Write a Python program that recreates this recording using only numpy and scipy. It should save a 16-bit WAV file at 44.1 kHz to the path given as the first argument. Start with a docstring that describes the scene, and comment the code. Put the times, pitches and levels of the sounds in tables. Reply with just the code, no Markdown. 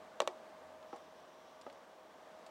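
"""Camera catch on a forest bridge

Right at the microphone, a plastic catch on a hand-held camera snaps twice, with one small rebound,
and rings the casing. Two soft knocks of wood follow, like steps on a plank bridge, with faint ticks
of climbing gear. Behind them lie a quiet forest, a thin motor-like whine and a far low drone."""
import sys
import numpy as np
from scipy import signal
from scipy.fft import rfft, irfft
from scipy.io import wavfile
from scipy.ndimage import uniform_filter1d

SR = 44100
rng = np.random.default_rng(int(sys.argv[2]) if len(sys.argv) > 2 else 0)


def file_out(sig):
    """Save sig as 16-bit WAV at sys.argv[1]."""
    # one column per channel
    cols = np.atleast_2d(sig).T
    # limit, then scale
    lim = np.clip(cols, -1, 1)
    pcm = np.round(lim * 32767).astype(np.int16)
    wavfile.write(sys.argv[1], SR, pcm)


N = 110250
CASING_LOW_HZ = 340


def catch():
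    """Close up, each snap cracks, rings the casing and leaves a dull, hollow after-ring in the body."""
    # snaps of the catch (time [s], level [dB], relative crack level [dB])
    snaps = [(0.2030, -0.73, -34), (0.2753, -5.5, -31)]
    # colour of the bright contact crack (frequency [Hz], relative density [dB])
    crack_colour = [(200, -28), (1900, 2.5), (3500, 7.5), (4900, -8), (6300, -3), (8000, -7), (9800, -13),
                    (10600, -16), (13000, -21), (15000, -18)]
    # colour of the camera body's after-ring (frequency [Hz], relative density [dB])
    body_colour = [(100, -48), (170, -20), (260, -16.5), (400, -3.5), (650, 0.5), (1150, -5.5),
                   (1700, -26.5), (4000, -22), (9000, -36), (16000, -76)]
    # hollow modes of the body (frequency [Hz], relative level [dB], t60 [s])
    hollow_modes = [(357, -41, 0.14), (382, -42, 0.1), (477, -47, .07)]
    crack_lag_s, body_lag_s = 0.00046, 0.00463
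    out = 0
    for start, db, crack_db in snaps:
        crack = undb(crack_db) * burst(crack_colour, start + crack_lag_s, t60=0.017)
        body = undb(-40) * burst(body_colour, start + body_lag_s, t60=0.18)
        hollow = ring(hollow_modes, start + body_lag_s)
        out += undb(db) * (casing(start) + crack + body + hollow)
    return out


def casing(start):
    """One blow rings the casing, which is too small to give bass."""
    # modes of the casing (frequency [Hz], relative level [dB], t60 [s])
    modes = [(394, -65, 0.18), (564, -14, 0.019), (766, -3, 0.0067), (777, -6, 0.0094),
             (1127, -25.5, 0.028), (1287, -33.5, 0.024), (1280, -28, 0.027), (1785, -42.5, 0.054),
             (1936, -41.5, 0.057), (2297, -40, 0.051), (2770, -32.5, 0.0054), (2890, -38, 0.026),
             (2814, -29.5, 0.0096), (3450, -25.5, 0.0089), (4080, -28, 0.0073), (5630, -40.5, 0.022),
             (6030, -29.5, 0.0054), (7400, -32, 0.0068), (7950, -36.5, 0.0095), (9280, -37.5, 0.0048)]
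    return highpass(ring(modes, start), CASING_LOW_HZ)


def rebound():
    """The catch springs back with two crisp scrapes and bumps the casing with a soft, low thud."""
    # scrapes of the catch (time [s], level [dB])
    chatter = [(0.2184, -34.5), (0.2233, -47)]
    # colour of a scrape (frequency [Hz], relative density [dB])
    scrape_colour = [(150, -47), (600, 17), (2500, 6), (5500, 0), (8000, -3.5), (10500, -17), (16000, -23)]
    # low mode of the bump (frequency [Hz], relative level [dB], t60 [s])
    thud_mode = [(273, -39.5, 0.061)]
    bump_s, push_width_s = 0.2191, 0.0004
    thud = highpass(ring(thud_mode, bump_s), CASING_LOW_HZ)
    blow = undb(-6) * casing(bump_s) + thud
    push = signal.windows.gaussian(SR // 400, push_width_s * SR / 2)
    bump = signal.lfilter(push / push.sum(), 1, blow)  # a longer push dulls the blow
    scrapes = sum(undb(db) * burst(scrape_colour, start, t60=0.013) for start, db in chatter)
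    return bump + scrapes


def steps():
    """Each foot knocks softly on its own plank of the bridge, with a dull scuff of the sole."""
    # footfalls (time [s], level [dB], bass cut [Hz], relative scuff level [dB], scuff t60 [s])
    footfalls = [(0.9287, -42.5, 215, -5, 0.14), (1.665, -43, 125, -3.5, 0.08)]
    # modes of the planks, one list a step (frequency [Hz], relative level [dB], t60 [s])
    planks = [
        [(246, -8, 0.073), (341, -5, .099), (482.6, -5.5, .18), (700, -6.5, .15), (786, -4, 0.15),
         (836, -2.5, .103), (1088, -8.5, 0.18), (1290, -3.5, 0.026)],
        [(249, -7, 0.06), (493, 0, 0.055), (561.4, -9, 0.47), (594, -3, 0.068), (733, -11, .081),
         (877, -6, 0.15), (1265, 1, 0.029), (1972, -9.5, 0.018)],
    ]
    # colour of the scuff (frequency [Hz], relative density [dB])
    scuff_colour = [(50, -27), (250, 0.5), (850, 7), (1600, -10), (3000, -17), (4500, -23), (10000, -42)]
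    out = 0
    for (start, db, low_hz, scuff_db, scuff_t60), plank in zip(footfalls, planks):
        knock = highpass(ring(plank, start), low_hz)
        scuff = undb(scuff_db) * burst(scuff_colour, start, scuff_t60)
        out += undb(db) * (knock + scuff)
    return out


def gear():
    """Buckles on the climbing gear tick faintly, each in its own band."""
    # ticks (time [s], level before the band filter [dB], low edge [Hz], high edge [Hz], t60 [s])
    ticks = [(.827, -52.5, 885, 3800, 0.038), (0.961, -58, 1800, 12000, 0.058),
             (1.6133, -51, 2800, 10000, 0.025), (1.619, -55, 2800, 9900, .018),
             (1.699, -52, 900, 4930, 0.036), (1.727, -57.5, 5000, 13000, 0.025),
             (2.4632, -54.5, 2000, 9200, 0.056)]
    # colour of a tick (frequency [Hz], relative density [dB])
    tick_colour = [(1000, 10), (2000, 5.5), (3500, 4), (4100, 5), (4750, 5.5), (6200, -5.5), (7000, 4),
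                   (8700, -1.5), (11000, -10), (16000, -17)]
    out = 0
    for start, db, low_hz, high_hz, t60 in ticks:
        band = signal.butter(2, [low_hz, high_hz], "band", fs=SR, output="sos")
        out += undb(db) * signal.sosfilt(band, burst(tick_colour, start, t60))
    return out


def forest():
    """Soft air far off among the trees, with a thin high rustle of leaves or insects."""
    # colour of the forest air (frequency [Hz], relative density [dB])
    air_colour = [(30, -36), (48, -35), (61, -21.5), (95, -24.5), (123, -31), (150, -20), (230, -14),
                  (399, -13.5), (532, -8.5), (600, -8.5), (673, -8), (996, -12), (1170, -11.5),
                  (1350, -18.5), (1550, -17.5), (2490, -26.5), (3320, -27.5), (4540, -32), (6720, -36),
                  (9000, -40.5), (11000, -51.5), (15500, -72)]
    # drift of the air (time [s], level [dB])
    air_levels = [(0, -56.5), (.5, -56.5), (.85, -58), (1.3, -59), (1.7, -58.5), (2.12, -58.5),
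                  (2.3, -57.5), (2.5, -57.5)]
    # bands of the rustle (centre [Hz], width [Hz], relative level [dB])
    rustle_bands = [(3280, 1400, -2), (5710, 900, -5)]
    # swells of the rustle (time [s], level [dB])
    rustle_levels = [(0, -104), (.3, -80), (.75, -96), (.9, -71.5), (1.15, -73.5), (1.35, -76.5),
                     (1.55, -74), (1.8, -79), (2.5, -80)]
    air = noise(air_colour) * curve(air_levels) * flicker(depth_db=0.3, rate_hz=10)
    f = np.fft.rfftfreq(N, 1 / SR)
    peaks = sum(undb(db) / (1 + (2 * (f - hz) / width) ** 2) for hz, width, db in rustle_bands)
    rustle = unit(irfft(rfft(rng.standard_normal(N)) * peaks, N))
    return air + rustle * curve(rustle_levels) * flicker(depth_db=2, rate_hz=17.23)


def whine():
    """A thin motor-like whine wavers in the background."""
    # swells of the whine (time [s], level [dB])
    levels = [(0, -63.5), (.33, -59), (.43, -61.5), (.63, -60.5), (1.2, -62), (1.32, -66.5), (1.45, -62),
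              (2.1, -68), (2.28, -60.5), (2.5, -63.5)]
    return hum(levels, hz=630.6, wander=0.0022, waver_db=1.45)


def drone():
    """A low drone, far away, barely reaches the microphone."""
    # swells of the drone (time [s], level [dB])
    levels = [(0, -79.5), (.4, -95), (.65, -76.5), (.9, -80.5), (1.4, -88.5), (2.5, -89.5)]
    return hum(levels, hz=87, wander=0.0092, waver_db=1.5)


def hum(levels, hz, wander, waver_db):
    """A sine that wavers in level and pitch; wander is a fraction of the pitch."""
    pitch = hz * (1 + wander * walk(rate_hz=14.38))
    phase = 2 * np.pi * np.cumsum(pitch) / SR
    return np.sqrt(2) * np.sin(phase) * curve(levels) * flicker(waver_db, rate_hz=15.36)


def ring(modes, start):
    """Struck modes; neighbours in the list swing in opposite directions."""
    age = since(start)
    return sum((-1) ** (k + 1) * undb(db) * np.sin(2 * np.pi * hz * age) * fade(start, t60)
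               for k, (hz, db, t60) in enumerate(modes))


def burst(colour, start, t60):
    """A fading puff of noise, coloured by a causal filter so that the onset stays sharp."""
    puff = rng.standard_normal(N) * fade(start, t60)
    size = 2048
    cepstrum = irfft(np.log(spectrum(colour, size)))
    folded = np.r_[cepstrum[0], 2 * cepstrum[1:size // 2]]  # minimum phase
    response = irfft(np.exp(rfft(folded, size)))
    return signal.fftconvolve(puff, response / np.linalg.norm(response))[:N]


def noise(colour):
    """Steady coloured noise of rms 1."""
    return unit(irfft(rfft(rng.standard_normal(N)) * spectrum(colour, N), N))


def spectrum(colour, size):
    """Gain for each FFT bin from points of (frequency [Hz], level [dB])."""
    hz, db = np.array(colour).T
    f = np.maximum(np.fft.rfftfreq(size, 1 / SR), 1)
    return undb(np.interp(np.log(f), np.log(hz), db))


def fade(start, t60):
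    """Sudden onset, then a fall of 60 dB every t60 seconds."""
    age = since(start)
    return (age > 0) * np.exp(-np.log(1000) * age / t60)


def curve(levels):
    """Gain along points of (time [s], level [dB])."""
    return undb(np.interp(since(0), *np.array(levels).T))


def flicker(depth_db, rate_hz):
    """Gain that wavers at random around 1."""
    return undb(depth_db * walk(rate_hz))


def walk(rate_hz):
    """Smooth random drift of rms 1."""
    hold = int(SR / rate_hz)
    stairs = np.repeat(rng.standard_normal(N // hold + 1), hold)
    return unit(uniform_filter1d(uniform_filter1d(stairs, hold), hold)[:N])


def highpass(x, hz):
    """Second-order bass cut."""
    return signal.sosfilt(signal.butter(2, hz, "high", fs=SR, output="sos"), x)


def since(start):
    """Seconds since a moment, zero before it."""
    return np.maximum(np.arange(N) / SR - start, 0)


def undb(db):
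    """Decibels to gain."""
    return 10 ** (np.asarray(db) / 20)


def unit(x):
    """Scale to rms 1."""
    return x / np.sqrt(np.mean(x ** 2))


def scene():
    """Near and far sounds meet at one microphone, over its own steady hiss."""
    hums = whine() + drone()
    hiss = undb(-80) * rng.standard_normal(N)
    return (catch() + rebound() + steps() + gear() + forest() + hums + hiss)[None]


def record(dry):
    """The recorder thins the deepest bass and cuts the top steeply."""
    bass_cut_hz, top_hz = 80, 15900
    top_cut = signal.ellip(10, 0.1, 70, top_hz, fs=SR, output="sos")
    return signal.sosfilt(top_cut, highpass(dry, bass_cut_hz))


dry = scene()
out = record(dry)
file_out(out)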